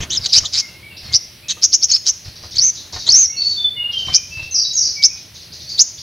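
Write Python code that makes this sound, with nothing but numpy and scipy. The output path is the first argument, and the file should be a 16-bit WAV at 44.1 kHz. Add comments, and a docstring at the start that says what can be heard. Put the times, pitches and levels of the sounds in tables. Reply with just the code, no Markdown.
"""A whirr of wings and a faint hoarse rasp come first, then a caged sunbird sings close to the microphone.
Its rasps, pips, arched whistles and sharp chips are near sines, shaken in pitch and roughened into chaos.
Its wings puff coloured noise, and its feet scrape noise onto a ringing perch as it hops about.
Further off, other birds whistle and chirp in plain sines, mostly heard through the echo of a hard-walled
room. Shaped noise and steady sines make a low rumble, a hum and a faint hiss underneath."""
import sys
import numpy as np
from scipy import signal
from scipy.fft import rfft, irfft
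from scipy.io import wavfile
from scipy.ndimage import uniform_filter1d, minimum_filter1d, map_coordinates

SR = 44100
rng = np.random.default_rng(int(sys.argv[2]) if len(sys.argv) > 2 else 0)


def store_wav(level_fs):
    """Save 16-bit WAV to argv[1]."""
    pcm = np.round(np.clip(np.atleast_2d(level_fs), -1, 1) * 32767)
    wavfile.write(sys.argv[1], SR, pcm.T.astype(np.int16))


N = 265464
TIME = np.arange(N) / SR

# Song levels are set before echo and output gain; pitches before trill and jitter; roughness is capped at 1.
# hoarse rasps: (t/s, length/s, first f/Hz, middle f/Hz, last f/Hz, level/dB, crescendo/dB, roughness)
RASP_NOTES = [ (.001, 0.051, 2670, 3310, 2980, -30.5, -5, 0.47),
              (0.094, 0.083, 2097, 3730, 2864, -22, 3.5, 0.7),
              (0.228, 0.048, 4720, 3934, 3950, -25.5, 9, 0.94),
              (.319, 0.027, 4340, 5010, 4600, -8.5, 8, 0.5),
              (.328, 0.067, 3492, 4784, 5800, -7.5, 10, 0.78),
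              (0.444, 0.033, 3410, 3730, 3150, -18.5, -8, 0.58),
              (0.52, 0.071, 4570, 4245, 4800, -20, 4.5, 1.1),
              (0.567, 0.048, 4900, 5404, 5040, -12.5, 1, 0.81),
              (1.482, 0.049, 3437, 3840, 3305, -20, -6, 0.9),
              (1.883, 0.095, 5366, 4965, 4650, -18.5, 0.5, 0.75),
              (2.545, 0.037, 4100, 3940, 4060, -28, 2, 0.86),
              (3.056, 0.044, 3610, 3860, 4010, -20.5, 9, 0.69), ]
# clear pips that snap onto a pitch; two overlap when both sides of the syrinx sound:
# (t/s, length/s, first f/Hz, held f/Hz, level/dB, roughness)
PIP_NOTES = [ (0.17, 0.014, 5800, 4900, -13.5, 0.1), (.257, 0.0085, 4370, 4870, -13.5, 0.78),
             (1.899, 0.0083, 5330, 5480, -10.5, 0.26), (1.912, 0.021, 4690, 4270, -14, 0),
             (1.914, 0.014, 6800, 6430, -8.5, 0.05), (1.935, .023, 4050, 5320, -8, 0.08),
             (2.567, .007, 4380, 4420, -12.5, 0), (2.581, 0.019, 5930, 4320, -11, 0.3),
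             (2.599, 0.022, 6090, 5270, -17, 0.32), (3.089, 0.0087, 4870, 4120, 2.5, 0.27),
             (3.099, 0.02, 6860, 4590, -10, 0.37), (3.118, 0.023, 6860, 5180, -7.5, 0.25), ]
# arched, finely trilled whistles: (t/s, length/s, first f/Hz, middle f/Hz, last f/Hz, level/dB, crescendo/dB)
ARCH_NOTES = [(2.614, .098, 5530, 6290, 5760, -12, -4.5), (3.138, .134, 5380, 6460, 5240, -8, -6.5)]
# sharp rising chips: (t/s, length/s, first f/Hz, top f/Hz, level/dB, roughness)
CHIP_NOTES = [ (1.121, 0.057, 3535, 5540, -10.5, 0.78), (1.615, 0.05, 4150, 6070, -7.5, 0.91),
              (1.717, 0.047, 4190, 6230, -4.5, 0.76), (1.812, 0.048, 4100, 5965, -8, 0.79),
              (2.049, 0.065, 3650, 6140, -11.5, 1.02), (4.128, 0.051, 4204, 5630, -6.5, 0.71),
              (5.021, 0.051, 3850, 6014, -2, 0.65), (5.776, 0.057, 3560, 6500, -4, 0.63), ]
# balance let through by throat and open beak, before the note is levelled: (f/Hz, relative level/dB)
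BEAK_RESPONSE = [(1400, -29), (2800, -8), (4000, -1.5), (5500, 9.5), (6600, 7), (7400, -16.5),
                 (9000, -20.5), (12000, -23)]
# colour of the turbulence in a rough note: (f/Hz, relative level/dB)
TURBULENCE_COLOUR = [(300, -28.5), (1200, -10.5), (2600, -7), (4500, 6), (6600, 3), (7500, -7),
                     (9000, -23.5), (12000, -32.5)]
# reflections from the cage tray and the wall behind it: (delay/s, level/dB)
NEAR_REFLECTIONS = [(.0013, -14), (.0034, -12), (.0071, -16), (.0118, -22)]

# bursts of wingbeats: (t/s, length/s, level/dB)
WING_BURSTS = [(0, 0.043, -26), (0.135, 0.078, -41), (0.37, 0.082, -33.5), (1.025, .15, -39.5),
               (2.251, 0.044, -38), (2.421, 0.058, -47.5), (2.538, 0.083, -43.5), (2.931, 0.067, -37),
               (3.06, 0.16, -38.5), (3.451, 0.032, -52), (4.064, 0.073, -32), (4.365, 0.075, -39)]
# colour of the air pushed by a wing: (f/Hz, relative level/dB)
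WING_COLOUR = [(20, -4.5), (40, -14), (90, 5), (180, -14), (350, -19.5), (900, -25.5), (2500, -19),
               (7000, -30.5), (12000, -59)]
# feet on perch and bars: (t/s, level/dB)
FOOT_TAPS = [(0.031, -47), (.434, -37.5), (1.57, -44.5), (2.436, -42.5), (2.931, -39), (2.96, -35.5),
             (3.079, -34.5), (4.084, -33.5), (4.391, -44)]
# ringing modes of the perch in its cage: (f/Hz, relative level/dB, t60/s)
PERCH_MODES = [(620, 1, 0.015), (758, -12, 0.075), (960, 6.5, 0.012), (1218, 2, 0.013), (1820, -1.5, 0.02),
               (2966, -10, 0.009)]

# Levels of the distant birds are set before the direct and echo trims.
# pure whistles of a bird further off: (t/s, length/s, first f/Hz, held f/Hz, level/dB)
FAR_WHISTLES = [ (0.599, 0.079, 2145, 2136, -37.5), (0.673, 0.031, 2740, 2800, -44),
                (0.816, 0.048, 2104, 2410, -39.5), (0.894, .055, 2944, 2520, -41),
                (1.074, .089, 2173, 2088, -43.5), (1.409, 0.12, 2130, 2660, -45.5),
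                (3.266, 0.036, 5680, 5620, -19), (3.281, 0.049, 2156, 2185, -41.5),
                (3.311, 0.087, 2856, 2660, -40.5), (3.356, 0.14, 4366, 4499, -14.5),
                (3.557, 0.13, 3646, 3502, -18.5), (3.743, 0.076, 2034, 2197, -41.5),
                (3.754, 0.15, 2948, 2845, -22), (3.916, 0.175, 3365, 3080, -22.5),
                (4.105, 0.12, 2340, 2415, -37.5), (4.301, .135, 2597, 2674, -29.5),
                (4.504, 0.052, 4150, 4130, -41), (4.642, 0.028, 3810, 4120, -20),
                (4.951, 0.081, 2360, 2280, -32), (5.09, 0.05, 2567, 2330, -40.5),
                (5.65, 0.13, 4300, 4580, -32.5), ]
# slurred chirps from across the room: (t/s, length/s, sweep/octaves, level/dB)
FAR_SLURS = [ (0.202, .025, -0.46, -29), (0.285, 0.013, -1.4, -24), (0.965, 0.012, 0.66, -31.5),
             (1.043, 0.011, -0.8, -30.5), (2.245, 0.008, -.5, -30.5), (2.355, 0.0067, -0.94, -31.5),
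             (2.425, 0.011, -0.87, -32), (2.507, 0.021, -0.89, -31), (2.727, 0.052, -1, -32.5),
             (2.923, 0.015, -0.56, -24), (2.985, 0.023, -0.81, -27.5), (3.403, 0.043, 0.68, -30.5),
             (3.481, 0.046, -1.12, -32), (3.906, 0.026, 0.74, -33.5), (3.971, 0.02, 0.74, -29.5),
             (4.044, 0.038, -0.88, -33), (4.267, 0.16, -0.77, -41.5), (4.418, 0.012, 1.1, -33),
             (5.145, .036, -0.75, -39), (5.341, 0.023, -1.07, -34.5), (5.41, 0.013, -0.8, -37),
             (5.518, 0.018, 0.65, -31.5), (5.598, 0.018, 0.7, -32), (5.689, 0.016, -0.55, -26),
             (5.975, 0.026, 0.7, -31.5), ]
CHIRP_MIDDLE_HZ = 4750  # every single slur sweeps through this pitch
# cascades of falling slurs: (t/s, top f/Hz, foot of first slur f/Hz, slur spacing/s, level/dB)
FAR_CASCADES = [(4.509, 6310, 4740, 0.036, -14.5), (4.731, 6705, 5130, .045, -13.5)]

# spectrum of the background noise: (f/Hz, relative density/dB)
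FLOOR_COLOUR = [(20, -21), (45, -7.5), (85, 4), (160, -3.5), (260, -10.5), (550, -14), (1200, -19.5),
                (2400, -15), (4500, -14.5), (6500, -34.5), (8000, -28)]
FLOOR_DB = -43.5
# swell of the rumble, used about its median and then scaled: (t/s, level/dB)
RUMBLE_SWELL = [(0.0, -35), (0.52, -43), (1.568, -50.5), (4.019, -40.5), (4.11, -46), (6.02, -47)]
# steady hum, before a common trim: (f/Hz, level/dB)
HUM_TONES = [(82, -57), (344.5, -62.5), (522, -70), (603, -63)]
# colour of the microphone hiss: (f/Hz, relative density/dB)
HISS_COLOUR = [(1000, -28), (7500, -52), (10000, -2.5), (15000, -13.5)]
TOP_HZ = 15600  # upper limit of the output


def sunbird(echo_db=-18, scatter_db=-12, side_db=-16):
    """The close song, coloured by the nearest surfaces and followed by the room's echo."""
    song = rasps() + pips() + arches() + chips()
    near, side = song.copy(), np.zeros(N)
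    for delay, db in NEAR_REFLECTIONS:
        add(near, delay, undb(db) * song)
    # a reflection from one side reaches the two ports unequally, the more so the higher the pitch
    sideways = colour(song, [(2500, -12), (5500, 0)])
    add(side, .0022, undb(side_db) * sideways)
    bars = room(undb(scatter_db) * song, t60=.06, side_db=-12, build_s=.001)
    echo = room(undb(echo_db) * song, t60=.55, side_db=-12, build_s=.012)
    return stereo(near, side) + bars + echo


def rasps():
    """Hoarse notes on a bowed pitch, shaken hard and fast, with a strong line an octave below."""
    out = np.zeros(N)
    for start, length, first, middle, last, db, crescendo, rough in RASP_NOTES:
        t = TIME[:int(length * SR)]
        hz = bow(len(t), first, middle, last)
        level = db + contour(t, attack_s=0.013, release_s=.01, crescendo_db=crescendo)
        note = syrinx(hz, level, rough, trill_hz=230.2, trill_depth=0.12, jitter=0.102,
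                      rasp_db=-7.5, pulse_db=-0.5, undertone_db=-2)
        add(out, start, note)
    return out


def pips():
    """Brief notes that snap onto their pitch; strung together they warble or lead into an arch."""
    out = np.zeros(N)
    for start, length, first, held, db, rough in PIP_NOTES:
        t = TIME[:int(length * SR)]
        hz = settle(t, first, held, settle_s=0.00526)
        level = db + contour(t, attack_s=0.0024, release_s=0.0032, crescendo_db=2.5)
        note = syrinx(hz, level, rough, trill_hz=143.5, trill_depth=0.082, jitter=0.12,
                      rasp_db=-2.5, overtone_db=-5)
        add(out, start, note)
    return out


def arches(rough=0.25, offset_hz=3870, offset_db=-33):
    """Long whistles that rise and fall with a fine trill."""
    out = np.zeros(N)
    for start, length, first, middle, last, db, crescendo in ARCH_NOTES:
        t = TIME[:int(length * SR)]
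        hz = bow(len(t), first, middle, last)
        level = db + contour(t, attack_s=0.0053, release_s=0.012, crescendo_db=crescendo)
        note = syrinx(hz, level, rough, trill_hz=182, trill_depth=0.15, jitter=0.07,
                      rasp_db=-0.5, overtone_db=-10.5)
        add(out, start, note)
        # not part of the bird's voice: a very quiet, wavering sine at the pitch less offset_hz
        offset_sine = unit(sine((hz - offset_hz) * (1 + 0.071 * wander(len(t), 500))))
        add(out, start, undb(level + offset_db) * offset_sine)
    return out


def chips(crest_share=.78, clearing=0.68):
    """Each chip sweeps up, tips over just before its end, and loses roughness as it goes."""
    out = np.zeros(N)
    for start, length, first, top, db, rough in CHIP_NOTES:
        t = TIME[:int(length * SR)]
        hz = first + (top - first) * np.sin(np.pi / 2 * t / (crest_share * length)) ** 2
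        level = db + contour(t, attack_s=0.02, release_s=0.016, crescendo_db=15.0, depth_db=22.5)
        clearing_rough = rough * (1 - clearing * t / length)
        note = syrinx(hz, level, clearing_rough, trill_hz=145.2, trill_depth=0.2, jitter=0.16,
                      rasp_db=-6.5, pulse_db=1.5)
        add(out, start, note)
    return out


def syrinx(hz, db, rough, trill_hz, trill_depth, jitter, rasp_db, pulse_db=0, jitter_hz=1100,
           overtone_db=-3, undertone_db=-9, shimmer_db=4.0):
    """One note: a near sine with a quick pitch shake; when rough it turns chaotic and grows overtones."""
    rough, size = np.clip(rough, 0, 1), len(hz)
    uneven_trill_hz = trill_hz * (1 + 0.168 * wander(size, 89.1))
    trill = sine(uneven_trill_hz)
    hz = hz * (1 + rough * (trill_depth * trill + jitter * wander(size, jitter_hz)))
    phase = 2 * np.pi * np.cumsum(hz) / SR
    # strong and weak cycles alternate in a rough note, adding a line an octave below
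    overtone = undb(overtone_db) * np.sin(2 * phase)
    undertone = undb(undertone_db) * rough * np.sin(phase / 2)
    tone = colour(np.sin(phase) + rough * (overtone + undertone), BEAK_RESPONSE)
    # even out the running level
    tone /= np.sqrt(uniform_filter1d(tone ** 2, size=300) + 1e-9)
    # turbulence at the membranes fills in between the partials
    turbulence = unit(colour(noise(size), TURBULENCE_COLOUR))
    tone += undb(rasp_db) * rough ** 2 * turbulence
    level = db + pulse_db * trill + shimmer_db * rough * wander(size, 450)
    return tone * undb(level) * fade(size, .002)


def wings(beat_hz=35):
    """A puff of air at each downstroke, over a steadier rush through the burst."""
    force = np.zeros(N)
    for start, length, db in WING_BURSTS:
        t = TIME[:int(length * SR)]
        strokes = .45 + np.sin(np.pi * beat_hz * t + np.pi / 4) ** 4
        add(force, start, undb(db) * unit(strokes * fade(len(t), 0.0094)))
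    air = unit(colour(rng.standard_normal(N), WING_COLOUR))
    return force * air


def feet(scratch_s=0.0098):
    """Claws scrape briefly and set the perch ringing in its decaying modes."""
    out, t = np.zeros(N), TIME[:SR // 10]
    ring = sum(undb(db - 60 * t / t60) * np.sin(2 * np.pi * hz * t) for hz, db, t60 in PERCH_MODES)
    for start, db in FOOT_TAPS:
        scrape = noise(len(t)) * np.exp(-t / scratch_s)
        knock = signal.fftconvolve(scrape, ring)
        # the level refers to the first 10 ms
        add(out, start, undb(db) * knock / np.std(knock[:SR // 100]))
    return out


def whistler(settle_s=0.0305, waver=0.0071, faint_waver=0.019, direct_db=-4, echo_db=-2):
    """Sines slide onto a pitch and hold it, the faint ones less steadily; the room draws them out."""
    out = np.zeros(N)
    for start, length, first, held, db in FAR_WHISTLES:
        t = TIME[:int(length * SR)]
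        unsteady = np.interp(db, [-42, -25], [faint_waver, waver])
        hz = settle(t, first, held, settle_s) * (1 + unsteady * wander(len(t), 169.7))
        add(out, start, undb(db) * unit(sine(hz) * fade(len(t), 0.035)))
    return undb(direct_db) * out + room(undb(echo_db) * out, t60=.5, side_db=-30, build_s=.008)


def far_chirps(scratch=0.1, direct_db=-9, echo_db=2, cascade_direct_db=-3, cascade_db=-1):
    """Single slurs and cascades that the room smears into a sizzle."""
    single, falling = np.zeros(N), undb(cascade_db) * cascades()
    for start, length, sweep, db in FAR_SLURS:
        half = 2 ** (sweep / 2)
        chirp = slur(length, CHIRP_MIDDLE_HZ / half, CHIRP_MIDDLE_HZ * half, scratch)
        add(single, start, undb(db) * chirp)
    direct = undb(direct_db) * single + undb(cascade_direct_db) * falling
    echo = room(undb(echo_db) * (single + falling), t60=.5, side_db=-14, build_s=.003)
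    return direct + echo


def cascades(lead_s=0.032, lead_db=-8, lead_sag=0.046, slur_s=0.028, foot_hz=4250, fading_db=6, count=3):
    """A soft high lead-in breaks into falling slurs that reach ever lower and die away."""
    out = np.zeros(N)
    for start, top, first_foot, spacing, db in FAR_CASCADES:
        brink = top * (1 - lead_sag)
        add(out, start, undb(db + lead_db) * slur(lead_s, top, brink, scratch=0.0065))
        for k, late in enumerate(np.linspace(0, 1, count)):
            foot = first_foot + (foot_hz - first_foot) * np.sqrt(late)
            fall = slur(slur_s, brink, foot, scratch=0.032)
            add(out, start + lead_s + k * spacing, undb(db - fading_db * late ** 2) * fall)
    return out


def slur(length, first, last, scratch):
    """A quick, slightly scratchy glide between two pitches."""
    size = int(length * SR)
    hz = np.geomspace(first, last, size) * (1 + scratch * wander(size, 1208))
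    return unit(sine(hz) * fade(size, .004))


def room(x, t60, side_db, build_s):
    """Diffuse echo that builds up and dies away; the two close ports hear nearly the same."""
    t = TIME[:SR]
    envelope = undb(-60 * t / t60) * (1 - np.exp(-t / build_s))
    tails = rng.standard_normal((2, SR)) * envelope
    mid, side = (signal.fftconvolve(x, h / np.linalg.norm(h))[:N] for h in tails)
    return stereo(mid, undb(side_db) * side)


def background(flicker_db=2, swell=0.62, hum_db=-2, hiss_db=-54):
    """Shaped noise rumbles under wavering sines, common to both ports; the hiss is each port's own."""
    mid, side = (unit(colour(x, FLOOR_COLOUR)) for x in rng.standard_normal((2, N)))
    side = colour(side, [(100, -21), (500, -17.5), (1200, -10.0), (5000, -6)])
    times, db = np.transpose(RUMBLE_SWELL)
    swell_db = swell * np.interp(TIME, times, db - np.median(db))
    # the low octaves swell together and flicker each on its own
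    rumble = np.zeros(N)
    for edge_hz in 100 * 2 ** np.arange(5):
        band = colour(mid, [(edge_hz, 0), (edge_hz * np.sqrt(2), -60)])
        mid = mid - band  # what is left above this band
        rumble += band * undb(swell_db + flicker_db * wander(N, 19.0))
    hum = np.zeros(N)
    for hz, db in HUM_TONES:
        level = undb(db + hum_db + 0.7 * wander(N, 9.5))
        hum += level * unit(np.sin(2 * np.pi * hz * TIME + 2 * wander(N, 8.6)))
    hiss = unit(colour(rng.standard_normal((2, N)), HISS_COLOUR))
    return undb(FLOOR_DB) * stereo(mid + rumble, side) + hum + undb(hiss_db) * hiss


def undb(db):
    """Decibels to gain."""
    return 10 ** (np.asarray(db) / 20)


def unit(x):
    """Scale to rms 1."""
    return x / np.sqrt(np.mean(x ** 2) + 1e-18)


def sine(hz):
    """A sine that follows a moving pitch."""
    return np.sin(2 * np.pi * np.cumsum(hz) / SR)


def noise(size):
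    """Up to half a second of white noise."""
    return rng.standard_normal(SR // 2)[:size]


def response(hz, points):
    """Gain of a (f/Hz, level/dB) outline at the given frequencies, drawn on a log pitch axis."""
    f, db = np.transpose(points)
    return undb(np.interp(np.log(np.maximum(hz, 1)), np.log(f), db))


def colour(x, points):
    """Filter by a (f/Hz, level/dB) outline."""
    size = x.shape[-1]
    return irfft(rfft(x) * response(np.fft.rfftfreq(size, 1 / SR), points), size)


def wander(size, rate):
    """Smooth random motion with a spread near 1, through rate random points a second."""
    points = rng.standard_normal(1024)
    return map_coordinates(points, [np.arange(size) / SR * rate], order=2, mode="wrap")


def bow(size, first, middle, last):
    """A parabola through three pitches."""
    curve = np.polyfit([-1, 0, 1], [first, middle, last], 2)
    return np.polyval(curve, np.linspace(-1, 1, size))


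def settle(t, first, held, settle_s):
    """A pitch that slides onto a held value."""
    return held + (first - held) * np.exp(-t / settle_s)


def contour(t, attack_s, release_s, crescendo_db=0, depth_db=20):
    """Level in dB of a note: attack, a hold that may grow or sink, release."""
    attack = np.maximum(1 - t / attack_s, 0)
    release = np.maximum(1 - (t[-1] - t) / release_s, 0)
    return crescendo_db * (t / t[-1] - .5) - depth_db * (attack + release)


def fade(size, edge_s):
    """A flat envelope with rounded ends."""
    return signal.windows.tukey(size, min(2 * edge_s * SR / size, 1))


def add(out, start, x):
    """Mix x into out from the given time on."""
    i = max(int(start * SR), 0)
    x = x[:max(N - i, 0)]
    out[i:i + len(x)] += x


def stereo(mid, side):
    """Left and right from mid and side."""
    return np.array([mid + side, mid - side])


def scene():
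    """All the birds, the movements in the cage and the room."""
    movement = wings() + feet()
    movement_echo = undb(-4) * room(movement, t60=0.14, side_db=-42.0, build_s=0.0029)
    return sunbird() + movement + movement_echo + whistler() + far_chirps() + background()


def record(dry, makeup_db=2.0, duck=1.77, recover_s=0.19):
    """Gain control sinks a little after loud calls, a fast limiter holds their peaks, and the top is cut."""
    keep = np.exp(-1 / (recover_s * SR))
    # the left channel steers the gain of both
    loudness = np.sqrt(signal.lfilter([1 - keep], [1, -keep], dry[0] ** 2))
    ridden = undb(makeup_db) * dry / (1 + duck * loudness)
    gain = np.minimum(1, 1 / (np.abs(ridden).max(axis=0) + 1e-9))
    gain = uniform_filter1d(minimum_filter1d(gain, size=41), size=41)
    top_cut = signal.ellip(8, .1, 70, TOP_HZ, fs=SR, output="sos")
    return signal.sosfilt(top_cut, ridden * gain)


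dry = scene()
out = record(dry)
store_wav(out)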